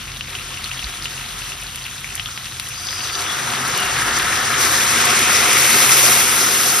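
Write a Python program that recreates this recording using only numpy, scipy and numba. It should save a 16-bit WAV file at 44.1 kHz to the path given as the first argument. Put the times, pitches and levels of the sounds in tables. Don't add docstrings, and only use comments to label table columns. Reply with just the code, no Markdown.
import sys
import numpy as np
from scipy import signal
from scipy.fft import rfft, irfft
from scipy.io import wavfile
from scipy.ndimage import uniform_filter1d
from numba import njit

SR = 44100
rng = np.random.default_rng(int(sys.argv[2]) if len(sys.argv) > 2 else 0)


def wav_record(signal):
    frames = np.transpose(np.atleast_2d(signal))
    bounded = np.clip(frames, -1, 1)
    quanta = np.round(bounded * 32767).astype(np.int16)
    wavfile.write(sys.argv[1], SR, quanta)


N = 299880
TIME = np.arange(N) / SR
HZ = np.arange(N // 2 + 1) * SR / N + 1e-3

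# t/s, deep rumble level/dB, drone level/dB, hum level/dB
LOW_LEVELS = [(0, -40.5, -42, -42.5), (1.4, -44, -46.5, -43), (2.7, -49.5, -44, -44),
              (3.2, -53, -41.5, -46), (3.5, -51, -51, -34), (4.1, -47, -40, -38.5),
              (4.9, -50, -40.5, -38.5), (6.0, -50, -45.5, -37), (6.8, -55, -46.5, -40)]
# f/Hz, width/Hz, level/dB
RUMBLE_MODES = [(46.2, 9, 0)]
DRONE_MODES = [(80.4, 15, -2.5), (102, 24, -4.5)]
HUM_MODES = [(130.1, 10, 4), (179, 160, -10)]
# level band low f/Hz, high f/Hz, middle f/Hz, pitch spread/octaves,
# length/cycles, size scatter/dB before the fry or wine factor, flicker/dB, pitch wander/octaves
BUBBLE_SIZES = [(198, 810, 380, 0.413, 4.85, 2., 1., 0.053), (670, 5400, 1333, 0.34, 6, 2, 0.34, .02),
                (1630, 8100, 2180, 0.23, 7.9, 2, 0.5, .02), (2540, 12600, 3277, 0.29, 6.3, 5, 0.73, 0.059),
                (5130, 6320, 6990, 0.27, 5, 2.5, 1.8, .06), (11500, 14400, 11940, 0.41, 1.88, 5, 1.6, .05)]
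# frying level/dB, its drift/(dB per s),
# boiling level/dB, share of wine curve/ratio, share of steam curve/ratio
SIZE_LEVELS = [(-49.5, -1, -29, 0.71, 0.2), (-40, 0.13, -21.5, 0.86, 0.0357), (-44.5, 0.1, -21, 1.7, 0.11),
               (-37.5, -0.13, -22, 1, 0.26), (-44, 1, -22.5, 0.77, 0.38), (-54.5, 2, -22.5, -0.33, 1.48)]
# t/s, level/dB
FRYING = [(0, -1), (.26, -4), (.3, 0.5), (1.5, 1.5), (1.57, -1.5), (2.6, -1.5), (3.0, 2), (4.4, 4.5)]
# t/s, level/dB
WINE_BOIL = [(2.82, -41), (2.88, -20), (3.1, -14), (3.3, -6), (3.92, -3.5), (4.02, -2), (4.8, -2),
             (5.05, 0.5), (6.19, -.5), (6.22, -2.5), (6.8, -4.5)]
# t/s, level/dB
RIM_STEAM = [(3.4, -30.5), (4.2, -24), (4.55, -24), (4.61, -6.5), (5.05, -11), (5.5, -6.5), (5.7, -3),
             (6.0, -1), (6.19, -2), (6.22, -5)]
# t/s, pitch offset/octaves
FOAM_PITCH = [(3.85, -0.099), (4.0, -0.31), (4.85, -0.14), (4.97, -0.0021), (6.8, 0.034)]
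# f/Hz, width/Hz, level/dB
PAN_MODES = [(233.3, 23, 9.5), (330.5, 29, 5.5), (392.4, 20.5, 9.5), (511, 84, 8), (614, 140, 4.5),
             (723, 51, 10), (1316, 130, 3.5), (1640, 810, 3.5), (3700, 320, 1), (5600, 140, 2.5),
             (7730, 1200, -0.5)]
# t/s, peak level/dB, f/Hz
FAT_POPS = [(0.1394, -23, 3120), (0.209, -12, 2850), (0.281, -23, 2280), (0.3515, -13, 2880),
            (0.387, -22, 2400), (0.396, -19, 2960), (0.542, -19.5, 2900), (0.573, -18.5, 2670),
            (0.6427, -13.5, 3900), (0.66, -19, 2800), (0.7147, -13.5, 2680), (0.734, -23, 2150),
            (0.774, -21, 3000), (0.793, -14, 3050), (0.8255, -18.5, 2640), (0.843, -13.5, 4040),
            (0.9243, -22, 3100), (1.0238, -17, 4700), (1.044, -17, 4230), (1.056, -11, 2820),
            (1.178, -19, 2710), (1.419, -19, 2680), (1.5194, -17, 2720), (1.6678, -20, 4110),
            (1.686, -26, 3000), (1.7468, -20, 2900), (1.775, -20, 3000), (1.783, -21, 2900),
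            (1.98, -22, 3700), (2.044, -16.5, 2190), (2.178, -17, 3050), (2.1966, -9.5, 2940),
            (2.2586, -12.5, 3200), (2.272, -19, 3180), (2.287, -25, 1320), (2.669, -20, 2990),
            (2.8697, -13, 4870), (2.887, -12.5, 3300), (2.908, -15, 5000), (2.929, -20.5, 1920),
            (3.073, -15, 4330), (3.098, -18, 2600), (3.153, -12, 4600), (3.223, -16, 3600),
            (3.304, -21, 3450), (4.1977, -8.5, 2920)]
# t/s, peak level/dB
FAT_SPITS = [(0.6414, -11), (1.6352, -10.5), (1.7584, -6.5), (2.154, -1), (2.598, -4), (2.6878, -7),
             (3.6795, -3), (3.7764, 2), (3.8018, -3), (4.1879, -1), (4.2223, -3), (5.0539, 8), (5.1921, 4),
             (5.5315, 10), (5.7029, 4)]
# t/s, peak level/dB, f/Hz, length/cycles
LOW_THUD = [(.835, -21.5, 49.5, 2.1)]
# t/s, peak level/dB, f/Hz
DRY_TICKS = [(1.7587, -14, 2980), (2.376, -7, 2600), (2.456, -10, 4200), (2.5224, -13, 2800),
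             (2.598, -2, 3580)]
# start t/s, length/s, first f/Hz, last f/Hz, width/Hz, level/dB
STEAM_SQUEALS = [(2.74, 0.5, 4880, 4680, 400, -33.5), (2.83, 0.17, 5100, 5250, 440, -39),
                 (2.61, 0.99, 6100, 5800, 500, -38), (3.25, 0.086, 3400, 3480, 230, -31),
                 (3.71, 0.24, 2920, 2800, 280, -31.5)]
# f/Hz, phase by which left leads/rad
PORT_LEAD = [(0, 0.1), (690, 0), (2070, -0.2), (3100, 0.96), (4650, 0), (5680, 0.3), (6120, -0.8),
             (6630, -3.3), (7490, -3.2), (8180, -3.6), (10400, -6.1), (11600, -6.4), (13900, -9.3),
             (15200, -9.5)]
# f/Hz, left minus right level/dB
PORT_TILT = [(60, -1.5), (250, 1.5), (400, -3.5), (700, 4.5), (1300, 3.5), (2000, 0.4), (3500, 3.5),
             (5500, 3.5), (6300, 2), (6700, 0), (16000, 0)]
# f/Hz, likeness of the ports/0-1
PORT_LIKENESS = [(60, 1), (300, 0.97), (440, 0.85), (600, 0.49), (900, 0.38), (1300, 0.78), (2100, 0.88),
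                 (3400, 0.57), (4600, 0.92), (5600, 0.66), (6250, 0.33), (6900, 1), (9500, 0.76),
                 (11000, 0.79), (12500, 0.53), (14300, 1)]

POUR_S, SOAK_S = 2.87, 0.64
EVENED_SHARE = 0.22
BURSTS_PER_CYCLE = 3.0
FRY_SCATTER, WINE_SCATTER = 1.2, 0.79
LOUDEST_DB, SURGE_DB = 20.5, 0.65
FOAM_EDGE_OCTAVES = 0.26
CRACKLES_PER_S, CRACKLE_RISE_S = 200, 0.088
CRACKLE_FRY_DB, CRACKLE_WINE_DB = -26.5, -19.5
FLURRY_FRY_DB, FLURRY_WINE_DB = 2.5, 1.5
BURST_DELAY_S = 0.0003
POP_CYCLES, WET_POP_CYCLES = 6.3, 1.9
POP_MID_HZ = 3000
SNAP_DB, SNAP_CYCLES = 4, 1.26
SPIT_HZ, SPIT_CYCLES, TICK_CYCLES = 9000, 2, 1.37
ROOM_T60_S, TOP_HZ = 0.063, 15700


def undb(db):
    return 10 ** (np.asarray(db) / 20)


def over_time(table):
    return np.interp(TIME, *np.transpose(table))


def over_hz(table):
    hz, value = np.transpose(table)
    return np.interp(np.log(HZ), np.log(hz + 1e-3), value)


def after_pour(s, rise_s, dry, wet):
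    return dry + (wet - dry) * np.clip((s - POUR_S) / rise_s, 0, 1)


def walk(rate):
    k = int(SR / rate)
    held = np.repeat(rng.standard_normal(N // k + 1), k)
    return uniform_filter1d(held, k)[:N]


def flicker():
    quick = walk(32)
    return quick - uniform_filter1d(quick, size=SR // 7)


def resonance(hz, width):
    return 1 / (1 + (2 * (HZ - hz) / width) ** 2)


@njit
def ring(at, hz, cycles, size, n):
    out = np.zeros(n)
    for k in range(len(at)):
        tau = cycles[k] / hz[k] * SR / 6
        turn = np.exp(2j * np.pi * hz[k] / SR - 1 / tau)
        glide = np.exp(2j * np.pi * hz[k] / SR * .015 / tau)
        z = size[k] * np.e ** 2 / 4 + 0j
        start = int(at[k] * SR)
        for j in range(min(int(8 * tau) + 2, n - start)):
            out[start + j] += (j / tau) ** 2 * z.imag
            z, turn = z * turn, turn * glide
    return out


def bursts(table, *columns):
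    s, db, *own = np.transpose(table)
    hz, cycles = (np.full(len(s), 1.0) * c for c in (*own, *columns))
    return ring(s + BURST_DELAY_S, hz, cycles, undb(db), N)


def ports(apart):
    like = np.clip(over_hz(PORT_LIKENESS), 0, 1)
    half = np.array([[.5], [-.5]])
    shared = np.exp(1j * half * over_hz(PORT_LEAD))
    tilt = undb(half * over_hz(PORT_TILT))
    return tilt * (np.sqrt(like) * shared + np.sqrt(1 - like) * apart)


def heard(spectrum, lo_hz, hi_hz):
    band = spectrum.mean(axis=0)[(HZ > lo_hz) & (HZ < hi_hz)]
    return irfft(spectrum, N) * N / np.sqrt(2 * np.sum(np.abs(band) ** 2))


def low_rumble(mic):
    s, *levels = np.transpose(LOW_LEVELS)
    out = 0
    for level_db, modes in zip(levels, (RUMBLE_MODES, DRONE_MODES, HUM_MODES)):
        shape = sum(undb(db) * resonance(hz, width) for hz, width, db in modes)
        noise = heard(mic * shape * rfft(rng.standard_normal(N)), 30, 210)
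        swell = uniform_filter1d(noise.mean(axis=0) ** 2, size=SR // 20) + .05
        steadied = noise / swell ** (EVENED_SHARE / 2)
        out = out + undb(np.interp(TIME, s, level_db)) * steadied
    return out


def bubble_swarm(mid_hz, spread, cycles, scatter_db, wander, foam):
    count = int(mid_hz * BURSTS_PER_CYCLE * N / SR)
    when, luck = rng.random((2, count))
    at = when * N / SR
    octaves = spread * rng.standard_normal(count) + wander * walk(15)[(when * N).astype(int)]
    if foam:
        octaves = FOAM_EDGE_OCTAVES * np.tanh(octaves / FOAM_EDGE_OCTAVES)
        octaves = octaves + np.interp(at, *np.transpose(FOAM_PITCH))
    hz = np.clip(mid_hz * 2 ** octaves, 60, 18000)
    scatter = scatter_db * after_pour(at, SOAK_S, FRY_SCATTER, WINE_SCATTER)
    wild = np.clip(scatter * np.log(10) / 10, 0, .9)
    size = np.minimum((1 - luck) ** (-wild / 2), undb(LOUDEST_DB)) * np.sqrt(1 - wild)
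    return ring(at, hz, np.full(count, cycles), size, N)


def boil(mic):
    fry, wine, steam = over_time(FRYING), over_time(WINE_BOIL), over_time(RIM_STEAM)
    pan = undb(sum(db * resonance(hz, width) for hz, width, db in PAN_MODES))
    out, surge = 0, flicker()
    for k, (bubble, follow) in enumerate(zip(BUBBLE_SIZES, SIZE_LEVELS)):
        lo_hz, hi_hz, mid_hz, spread, cycles, scatter_db, flicker_db, wander = bubble
        fry_db, drift_db, boil_db, wine_share, steam_share = follow
        frying = undb(fry_db + drift_db * TIME + fry)
        boiling = undb(boil_db + wine_share * wine + steam_share * steam)
        swarm = bubble_swarm(mid_hz, spread, float(cycles), scatter_db, wander, foam=k == 2)
        gain = np.hypot(frying, boiling) * undb(SURGE_DB * surge + flicker_db * flicker())
        out = out + gain * heard(mic * pan * rfft(swarm), lo_hz, hi_hz)
    return out


def crackle(scatter_db=3.0, low_hz=2600.0, octaves=2.07):
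    when, luck, tone, length = rng.random((4, int(CRACKLES_PER_S * N / SR)))
    s, sample = when * N / SR, (when * N).astype(int)
    db = after_pour(s, CRACKLE_RISE_S, CRACKLE_FRY_DB, CRACKLE_WINE_DB)
    db = db + np.minimum(-scatter_db * np.log(1 - luck), 6.5)
    db = db + after_pour(s, SOAK_S, FLURRY_FRY_DB, FLURRY_WINE_DB) * walk(12)[sample]
    hz = low_hz * 2 ** (octaves * tone ** 3 + 0.17 * walk(14)[sample])
    cycles = 1.27 + 3.6 * length ** 2
    return bursts(np.transpose([s, db, hz, cycles]))


def fat_pops():
    s, _, hz = np.transpose(FAT_POPS)
    dry_cycles = POP_CYCLES * np.minimum(POP_MID_HZ / hz, 1)
    cycles = after_pour(s, CRACKLE_RISE_S, dry_cycles, WET_POP_CYCLES)
    return bursts(FAT_POPS, cycles) + undb(SNAP_DB) * bursts(FAT_POPS, SNAP_CYCLES)


def spits():
    return bursts(FAT_SPITS, SPIT_HZ, SPIT_CYCLES)


def thud():
    return bursts(LOW_THUD)


def ticks():
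    return bursts(DRY_TICKS, TICK_CYCLES)


def squeals(mic):
    out = 0
    for start, length, from_hz, to_hz, width_hz, db in STEAM_SQUEALS:
        done = np.clip((TIME - start) / length, 0, 1)
        hz = from_hz + (to_hz - from_hz) * done + 0.15 * width_hz * walk(40)
        tone = np.exp(2j * np.pi * np.cumsum(hz) / SR)
        flutter = [irfft(rfft(rng.standard_normal(N)) * resonance(0, width_hz), N) for _ in range(2)]
        hiss = tone.real * flutter[0] + tone.imag * flutter[1]
        swell = np.sin(np.pi * done).clip(0) ** 0.42
        gain = swell * undb(db + 2.5 * flicker())
        out = out + gain * heard(mic * rfft(hiss), 2000, 6500)
    return out


def scene():
    shift = np.array([[N // 3], [2 * N // 3]])
    spread = ports(np.exp(-2j * np.pi * np.arange(len(HZ)) * shift / N))
    tail = rng.standard_normal((2, N)) * np.exp(-np.log(1000) * TIME / ROOM_T60_S)
    point = ports(rfft(tail / np.sqrt(np.sum(tail ** 2, axis=1, keepdims=True))))
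    steady = low_rumble(spread) + boil(spread) + squeals(spread)
    singles = crackle() + fat_pops() + spits() + thud() + ticks()
    return steady + irfft(point * rfft(singles), N)


def record(dry):
    bass_cut = signal.butter(6, 36, "high", fs=SR, output="sos")
    top_cut = signal.ellip(14, .2, 80, TOP_HZ, fs=SR, output="sos")
    clipped = np.clip(signal.sosfilt(bass_cut, dry), -1, 1)
    return signal.sosfilt(top_cut, clipped)


dry = scene()
out = record(dry)
wav_record(out)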